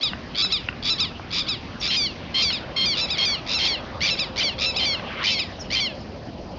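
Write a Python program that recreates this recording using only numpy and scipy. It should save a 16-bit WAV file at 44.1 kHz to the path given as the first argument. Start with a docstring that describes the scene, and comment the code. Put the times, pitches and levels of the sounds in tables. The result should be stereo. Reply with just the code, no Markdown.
"""Two birds over stony ground

Out in the open, a higher and a lower bird call to each other: each call starts as a throbbing rasp,
breaks into a clear nasal note and slurs downward. Stones click now and then; a small bird chips farther
off. Behind them lie a distant motor, hiss and low rumble, all on a small camera's narrow-band mono mic."""
import sys
import numpy as np
from scipy import signal
from scipy.io import wavfile

SR = 44100
rng = np.random.default_rng(int(sys.argv[2]) if len(sys.argv) > 2 else 0)


def digitize_waveform(pressure):
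    """Quantize a signal to 16-bit integers and store it at the path in sys.argv[1].

    Rows of a 2-D input are taken as channels; values are limited to [-1, 1].
    """
    field = np.atleast_2d(pressure).T
    bounded = np.clip(field, -1, 1)
    quanta = np.round(bounded * 32767).astype(np.int16)
    wavfile.write(sys.argv[1], SR, quanta)


N = 290178
TIME = np.arange(N) / SR


def high_bird():
    """The higher bird: a rasping call, followed by a short slur that scoops in and slides down."""
    # calls: (start [s], break from rasp to clear [s], end [s], lead-in [s], rasp pitch [Hz],
    # top pitch [Hz], rasp level [dB], clear level [dB], roughness [0-1])
    high_calls = [(.376, .425, .47, 0.029, 1147, 1350, -21.5, -20, 0.15),
                  (.846, .903, .942, 0.021, 1173, 1357, -24, -20, 0.29),
                  (1.326, 1.405, 1.425, 0.02, 1201, 1248, -25, -23.5, 0.47),
                  (1.825, 1.885, 1.918, 0.016, 1184, 1383, -25, -25.5, 0.44),
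                  (2.38, 2.424, 2.452, .01, 1193, 1377, -29, -24, .22),
                  (2.972, 3.013, 3.06, 0.021, 1202, 1352, -23, -23, 0.25),
                  (3.485, 3.548, 3.587, .022, 1227, 1373, -26, -21.5, .4),
                  (4.05, 4.106, 4.147, .01, 1137, 1358, -26.5, -22.5, 0.31),
                  (4.61, 4.662, 4.716, .029, 1225, 1360, -22, -23, .33),
                  (5.25, 5.308, 5.35, .011, 1184, 1354, -29, -24.5, 0.3)]
    # slurs: (start [s], end [s], top pitch [Hz], level [dB])
    high_slurs = [(0.035, 0.094, 1332, -20.5), (0.526, 0.581, 1345, -20), (1.005, 1.059, 1349, -19.5),
                  (1.49, 1.554, 1346, -23), (2.53, 2.586, 1326, -25), (3.109, 3.165, 1337, -23),
                  (3.656, 3.701, 1366, -25.5), (4.197, 4.25, 1350, -22), (4.768, 4.815, 1346, -23),
                  (5.397, 5.438, 1335, -23.5)]
    # harmonics 1-5: (rasping level [steps of 2 dB], clear level [steps of 2 dB])
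    high_voice = [(-14, -15.5), (-8, -6.5), (-5, -5), (-5.5, -3.5), (-14, -29.5)]
    throat = dict(throb_hz=102.8, throb_depth=.21, leap=.145, jitter=.038, clear_chaos=.1,
                  resonance_hz=3860, resonance=.5, colour=-12, colour_per_s=2)
    call_shape = dict(lead_db=-7, catch_db=-2.5, sag=.032, sag_s=.016, drop=.078, drop_s=.008,
                      fade_db=-6, tail_db=-17, tail_s=.055)
    slur_shape = dict(lead_db=-9.5, catch_db=0, sag=.22, sag_s=.056, drop=.12, drop_s=.012,
                      fade_db=-11.5, tail_db=-9, tail_s=.065)
    scoop_s, scoop_hz, lead_s, rough = .0085, 1186, .018, .34
    slurs = [(start - scoop_s, start, end, lead_s, scoop_hz, hz, db - .5, db, rough)
             for start, end, hz, db in high_slurs]
    return sing(high_calls, call_shape, throat, high_voice) + sing(slurs, slur_shape, throat, high_voice)


def low_bird():
    """The lower bird answers with longer calls, coloured by a strong throat resonance."""
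    # calls: (start [s], break from rasp to clear [s], end [s], lead-in [s], rasp pitch [Hz],
    # top pitch [Hz], rasp level [dB], clear level [dB], roughness [0-1], opening swoop [s])
    low_calls = [(1.905, 1.968, 2.072, .01, 1047, 1270, -22.5, -22.5, 0.5, 0),
                 (2.346, 2.425, 2.515, 0.0074, 1060, 1250, -21, -22.5, 0.31, 0.0014),
                 (2.766, 2.859, 2.945, 0.0062, 1065, 1240, -22, -22.5, 0.2, 0.0046),
                 (3.183, 3.256, 3.355, 0.013, 1071, 1237, -21.5, -23, 0.34, 0.0064),
                 (3.59, 3.68, 3.757, 0.0093, 1059, 1195, -23.5, -24.5, 0.61, 0.005),
                 (4.016, 4.066, 4.1, .011, 994, 1147, -22, -24, 0.38, .055),
                 (4.378, 4.435, 4.5, .019, 1021, 1210, -23, -23, 0.48, .028),
                 (4.795, 4.858, 4.955, 0.012, 1046, 1211, -23.5, -23.5, 0.38, 0),
                 (5.24, 5.32, 5.405, 0.012, 1023, 1195, -24, -27, 0.73, .03),
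                 (5.724, 5.804, 5.88, 0.024, 1035, 1190, -22.5, -24.5, 0.35, 0.031)]
    # harmonics 1-5: (rasping level [steps of 2 dB], clear level [steps of 2 dB])
    low_voice = [(-14.5, -18), (-11, -9.5), (-6, -8), (-5, -3.5), (-10.5, -9)]
    throat = dict(throb_hz=106.3, throb_depth=.1, leap=.018, jitter=.032, clear_chaos=.046,
                  resonance_hz=2816, resonance=12, colour=4, colour_per_s=-1.34)
    shape = dict(lead_db=-8.5, catch_db=1.5, sag=.095, sag_s=.025, drop=.12, drop_s=.015,
                 fade_db=-3, tail_db=-9.5, tail_s=.06)
    return sing(low_calls, shape, throat, low_voice)


def sing(calls, shape, throat, voice):
    """All notes of one kind from one bird, each at its own time."""
    out = np.zeros(N)
    for row in calls:
        first, sound = bird_call(shape, throat, voice, *row)
        out[first:first + len(sound)] += sound
    return out


def bird_call(shape, throat, voice, start, crack, end, lead_s, rasp_hz, top_hz, rasp_db, clear_db,
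              rough, swoop_s=0):
    """Voice-box membranes throb chaotically, then ring clear at `crack`; gives (first sample, sound)."""
    # harmonics 1-5 in an opening swoop: (added level [dB])
    swoop_voice = [-17.5, -1.5, -12, -5.5, -6]
    first = max(0, int((start - lead_s) * SR))
    t = TIME[first:int((end + shape["tail_s"]) * SR)]
    size = len(t)
    rasp = np.clip((crack - t) / .0056, 0, 1)
    bite = np.clip((crack - start) / .042, 0, 1) ** 2   # a very short rasp is only a soft scoop
    swoop = np.clip((start + swoop_s - t) / .0047, 0, 1) * (swoop_s > 0)
    tail = np.clip((t - end) / .0048, 0, 1)

    # on every throb the membranes flip briefly to a higher register
    beats = np.cumsum(throat["throb_hz"] * (1 + .075 * drift(40, size))) / SR
    throb = np.cos(2 * np.pi * (beats - np.interp(start, t, beats)))
    flip = ((1 + throb) / 2) ** 3
    wobble = throat["leap"] * (flip - .15) + throat["jitter"] * rough * drift(690, size)
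    pitch = note_pitch(t, start, crack, end, rasp_hz, top_hz, shape)
    pitch *= 1 + swoop * np.interp(t, [t[0], start + .02045], [.04, .17])
    pitch *= 1 + rasp * bite * wobble + .0042 * drift(120, size) + .0041 * drift(25, size)
    phase = 2 * np.pi * np.cumsum(pitch) / SR
    stutter = rasp * bite * np.where(t < start, .65, throat["throb_depth"] + .18 * swoop)
    pulsing = (1 + stutter * throb) / np.sqrt(1 + stutter ** 2 / 2)

    # chaotic vibration spreads every harmonic into a band, and briefly outlasts the break
    lingering = .29 * (1 - rasp) * np.exp(-np.maximum(t - crack, 0) / .016)
    chaos = throat["clear_chaos"] + rough * (rasp * (1 + flip) / 2 + lingering)
    # as the exchange goes on, even harmonics shift against odd ones and the 2nd gains a lift
    colour = throat["colour"] + throat["colour_per_s"] * start
    leans = [-.16, .096, -.074, .22, -.25]
    second_lift = -2.5 + .83 * start
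    tone, power = 0, 0
    for k, ((rasping, clear), swoop_db, lean) in enumerate(zip(voice, swoop_voice, leans), 1):
        steps = rasp * rasping + (1 - rasp) * (clear + lean * colour)
        steps += throat["resonance"] / (1 + ((k * pitch - throat["resonance_hz"]) / 200) ** 2)
        steps += (k == 2) * second_lift
        steps -= k * tail   # the voice dulls in the tail
        gain = from_db((2 - swoop) * steps + swoop * swoop_db)   # a step is 2 dB, or 1 dB in a swoop
        in_phase = (1 + chaos * drift(310, size)) * np.sin(k * phase)
        quadrature = chaos * drift(580, size) * np.cos(k * phase)
        tone += gain * (in_phase + quadrature)
        power += gain ** 2 * (1 / 2 + chaos ** 2)
    hoarse = rasp * rough * rms_one(butter(rng.standard_normal(size), [2050, 5400], "band", order=4))
    envelope = note_gain(t, start, crack, end, rasp_db, clear_db, bite, shape)
    return first, envelope * pulsing * (tone / np.sqrt(power) + hoarse)


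def note_pitch(t, start, crack, end, rasp_hz, top_hz, shape):
    """The pitch holds in the rasp, jumps at the break, sags, then drops as the air runs out."""
    rasping = rasp_hz * np.interp(t, [t[0], start + .0038], [.88, 1])
    held = np.clip(t, crack, end)
    sag = shape["sag"] * (1 - np.exp((crack - held) / shape["sag_s"]))
    drop = shape["drop"] * np.exp((held - end) / shape["drop_s"])
    tail_fall = .17 * np.clip((t - end) / shape["tail_s"], 0, 1)
    clear = top_hz * (1 - sag - drop) * (1 - tail_fall)
    return rasping + (clear - rasping) * np.clip(1 + (t - crack) / .004, 0, 1)


def note_gain(t, start, crack, end, rasp_db, clear_db, bite, shape):
    """A weak lead-in catches or swells, the rasp grows, the clear note fades into a faint tail."""
    soft_db = -2 * (1 - bite)   # a scoop starts more softly than a rasp
    lead_db, tail_db = rasp_db + shape["lead_db"], shape["tail_db"]
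    db = np.interp(t, [t[0], start - .002, start + .003, (start + crack) / 2, crack + .0027],
                   [lead_db + soft_db, lead_db + shape["catch_db"], rasp_db - 2 + soft_db,
                    rasp_db, clear_db])
    db += shape["fade_db"] * np.clip((t - crack) / (end - crack), 0, 1) ** 2
    db += np.interp(t, [end - .002, end + .0075, end + shape["tail_s"]], [0, tail_db, tail_db - 11])
    edge_fade = np.clip(np.minimum(t - t[0], t[-1] - t) / .0024, 0, 1)
    return from_db(db) * edge_fade


def stone_clicks():
    """Stones knock together and ring in quickly dying modes, a little differently tuned each time."""
    # knocks: (time [s], level [dB], treble tilt [dB/octave])
    stone_knocks = [(.133, -19.5, -7), (0.447, -24.5, -9.5), (0.6869, -17, -0.5), (1.196, -31.5, -19),
                    (2.503, -23.5, -3), (4.153, -29.5, -1), (4.996, -26, -4)]
    # ring of a stone: (frequency [Hz], level [dB], time to fall 60 dB [s])
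    stone_modes = [(700, -17.5, 0.021), (1063, -11, 0.018), (1520, -5.5, 0.025), (2000, -2, 0.015),
                   (2600, 2.5, 0.0073), (2760, 4.5, 0.016)]
    out, t = np.zeros(N), TIME[:SR // 25]
    for start, knock_db, tilt in stone_knocks:
        at = int(start * SR)
        for k, (hz, mode_db, t60) in enumerate(stone_modes):
            gain = from_db(knock_db + mode_db + tilt * np.log2(hz / 1500) - 60 * t / t60)
            detuned_hz = hz * (1 + rng.normal(0, .045))
            out[at:at + len(t)] += (-1) ** k * gain * np.sin(2 * np.pi * detuned_hz * t)
    return butter(out, 4900, "low", order=3)


def small_bird():
    """Farther off, a small bird gives thin, slightly rough downward whistles."""
    # chips: (time [s], start pitch [Hz], end pitch [Hz], length [s], level [dB])
    bird_chips = [(1.796, 5870, 4850, 0.038, -30.5), (5.591, 5880, 5100, 0.045, -31.5),
                  (6, 5720, 4810, .025, -45)]
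    out = np.zeros(N)
    for start, from_hz, to_hz, length, db in bird_chips:
        along = np.clip((TIME - start) / length, 0, 1)
        pitch = (from_hz + (to_hz - from_hz) * along) * (1 + .02 * drift(400, N))
        out += from_db(db) * np.sin(np.pi * along) * np.sin(2 * np.pi * np.cumsum(pitch) / SR)
    return out


def distant_motor():
    """A motor far from the mic: a noisy drone, and a wavering whine that swells and recedes."""
    # drone spectrum: (frequency [Hz], relative density [dB])
    motor_spectrum = [(220, -42.5), (380, -7), (397, -17), (538, -2.5), (1010, -11.5), (1100, -19),
                      (1430, -42.5), (2420, -120)]
    # drone loudness: (time [s], level [dB])
    motor_levels = [(0.0, -47), (0.42, -48.5), (2.2, -45.5), (2.69, -41.5), (5.15, -40.5), (5.24, -43.5),
                    (6.58, -41.5)]
    drone = level_curve(motor_levels, boost_db=1) * coloured_noise(motor_spectrum, flicker_db=2.43)
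    whine_hz, whine_db, peak_s, swell_s = 527.5, -43, 4.5, .48
    swell = from_db(whine_db) / (1 + ((TIME - peak_s) / swell_s) ** 2) + from_db(whine_db - 19.5)
    pitch = whine_hz * (1 + .007 * drift(11, N))
    return drone + swell * np.sin(2 * np.pi * np.cumsum(pitch) / SR)


def open_air():
    """The ambience of the place: low rumble, hiss with one gust, and steady treble air above it."""
    # spectra of the three layers: (frequency [Hz], relative density [dB])
    rumble_spectrum = [(13, -39), (22, -13.5), (70, 1), (166, -2), (198, 1.5), (320, -7), (363, -7.5),
                       (397, -10), (450, -10.5), (580, -40), (990, -120)]
    hiss_spectrum = [(800, -8.5), (1150, -1), (1700, -5), (2300, -5.5), (3000, -6), (4000, -16)]
    air_spectrum = [(2000, -7), (2800, -3), (3800, -7.5), (5000, 4), (6300, -13.5)]
    # hiss loudness: (time [s], level [dB])
    hiss_levels = [(0.0, -47), (2.31, -45.5), (3.5, -43), (5.3, -50.5), (5.44, -48), (6.58, -56)]
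    gust_at, rise_s, fall_s = 5.23, .13, .012
    gust = from_db(-30) * np.exp(np.minimum((TIME - gust_at) / rise_s, (gust_at - TIME) / fall_s))
    hiss_gain = level_curve(hiss_levels, boost_db=3.5) + gust
    rumble = from_db(-37.5) * coloured_noise(rumble_spectrum, flicker_db=1.5)
    hiss = hiss_gain * coloured_noise(hiss_spectrum, flicker_db=3.37)
    air = from_db(-51) * coloured_noise(air_spectrum, flicker_db=1.8)
    return rumble + hiss + air


def terrain(x, scatter_db, t60):
    """Sound reaches the mic directly, then as a few weak echoes and a thin wash off the terrain."""
    # echoes from the ground and the banks around: (delay [s], level [dB])
    ground_echoes = [(.0043, -32), (.024, -26.5), (0.04, -17), (0.061, -35.5)]
    t = TIME[:SR // 2]
    response = rng.standard_normal(len(t)) * from_db(-60 * t / t60) * (t > .008)
    response *= from_db(scatter_db) / np.linalg.norm(response)
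    for delay, db in ground_echoes:
        response[int(delay * SR)] += from_db(db)
    return x + signal.fftconvolve(x, response)[:N]


def coloured_noise(spectrum, flicker_db):
    """Third-octave bands of noise that follow a spectrum, each flickering a little; rms 1."""
    hz, db = np.transpose(spectrum)
    edges = 20 * 2 ** (np.arange(27) / 3)
    white, out = rng.standard_normal((2, N)), np.zeros(N)
    for k, (low, high) in enumerate(zip(edges, edges[1:])):
        if high > hz[0] and low < hz[-1]:
            band_db = np.interp(np.log(low * high) / 2, np.log(hz), db)
            band = butter(white[k % 2], [low, high], "band")
            out += from_db(band_db + flicker_db * drift(10.5, N)) * band
    return rms_one(out)


def drift(rate_hz, size):
    """Smooth random wandering with spread 1."""
    pole = np.exp(-16 * np.pi * rate_hz / SR)
    white = rng.standard_normal(size // 8 + 3002)
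    slow = signal.lfilter([1], [1, -2 * pole, pole * pole], white)[3000:]
    return np.interp(np.arange(size) / 8, np.arange(len(slow)), rms_one(slow))


def level_curve(rows, boost_db):
    """Gain at every sample from (time [s], level [dB]) rows, raised by boost_db."""
    return from_db(boost_db + np.interp(TIME, *np.transpose(rows)))


def from_db(db):
    """Decibels to gain."""
    return 10 ** (np.asarray(db) / 20)


def rms_one(x):
    """Scale to rms 1."""
    return x / np.sqrt(np.mean(x ** 2) + 1e-20)


def butter(x, hz, kind, order=2):
    """Butterworth filter."""
    return signal.sosfilt(signal.butter(order, hz, kind, fs=SR, output="sos"), x)


def scene():
    """Birds and stones in the open over a distant background, the same in both channels."""
    birds = from_db(.28) * high_bird() + from_db(.8) * low_bird() + small_bird()
    stones = from_db(2) * stone_clicks()
    mono = terrain(birds + stones, scatter_db=-18, t60=.4) + distant_motor() + open_air()
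    return np.array([mono, mono])


def record(dry):
    """The camera samples its mic slowly behind soft filters: top partials gain a faint mirror image."""
    camera_rate_hz, cutoff_hz = 12000, 7843
    mirror = from_db(-3) * 2 * np.cos(2 * np.pi * camera_rate_hz * TIME)
    sampled = butter(dry, 7500, "low", order=8) * (1 + mirror)
    smooth = butter(sampled, 5820, "low", order=10)
    return signal.sosfilt(signal.cheby2(12, 45, cutoff_hz, fs=SR, output="sos"), smooth)


dry = scene()
out = record(dry)
digitize_waveform(out)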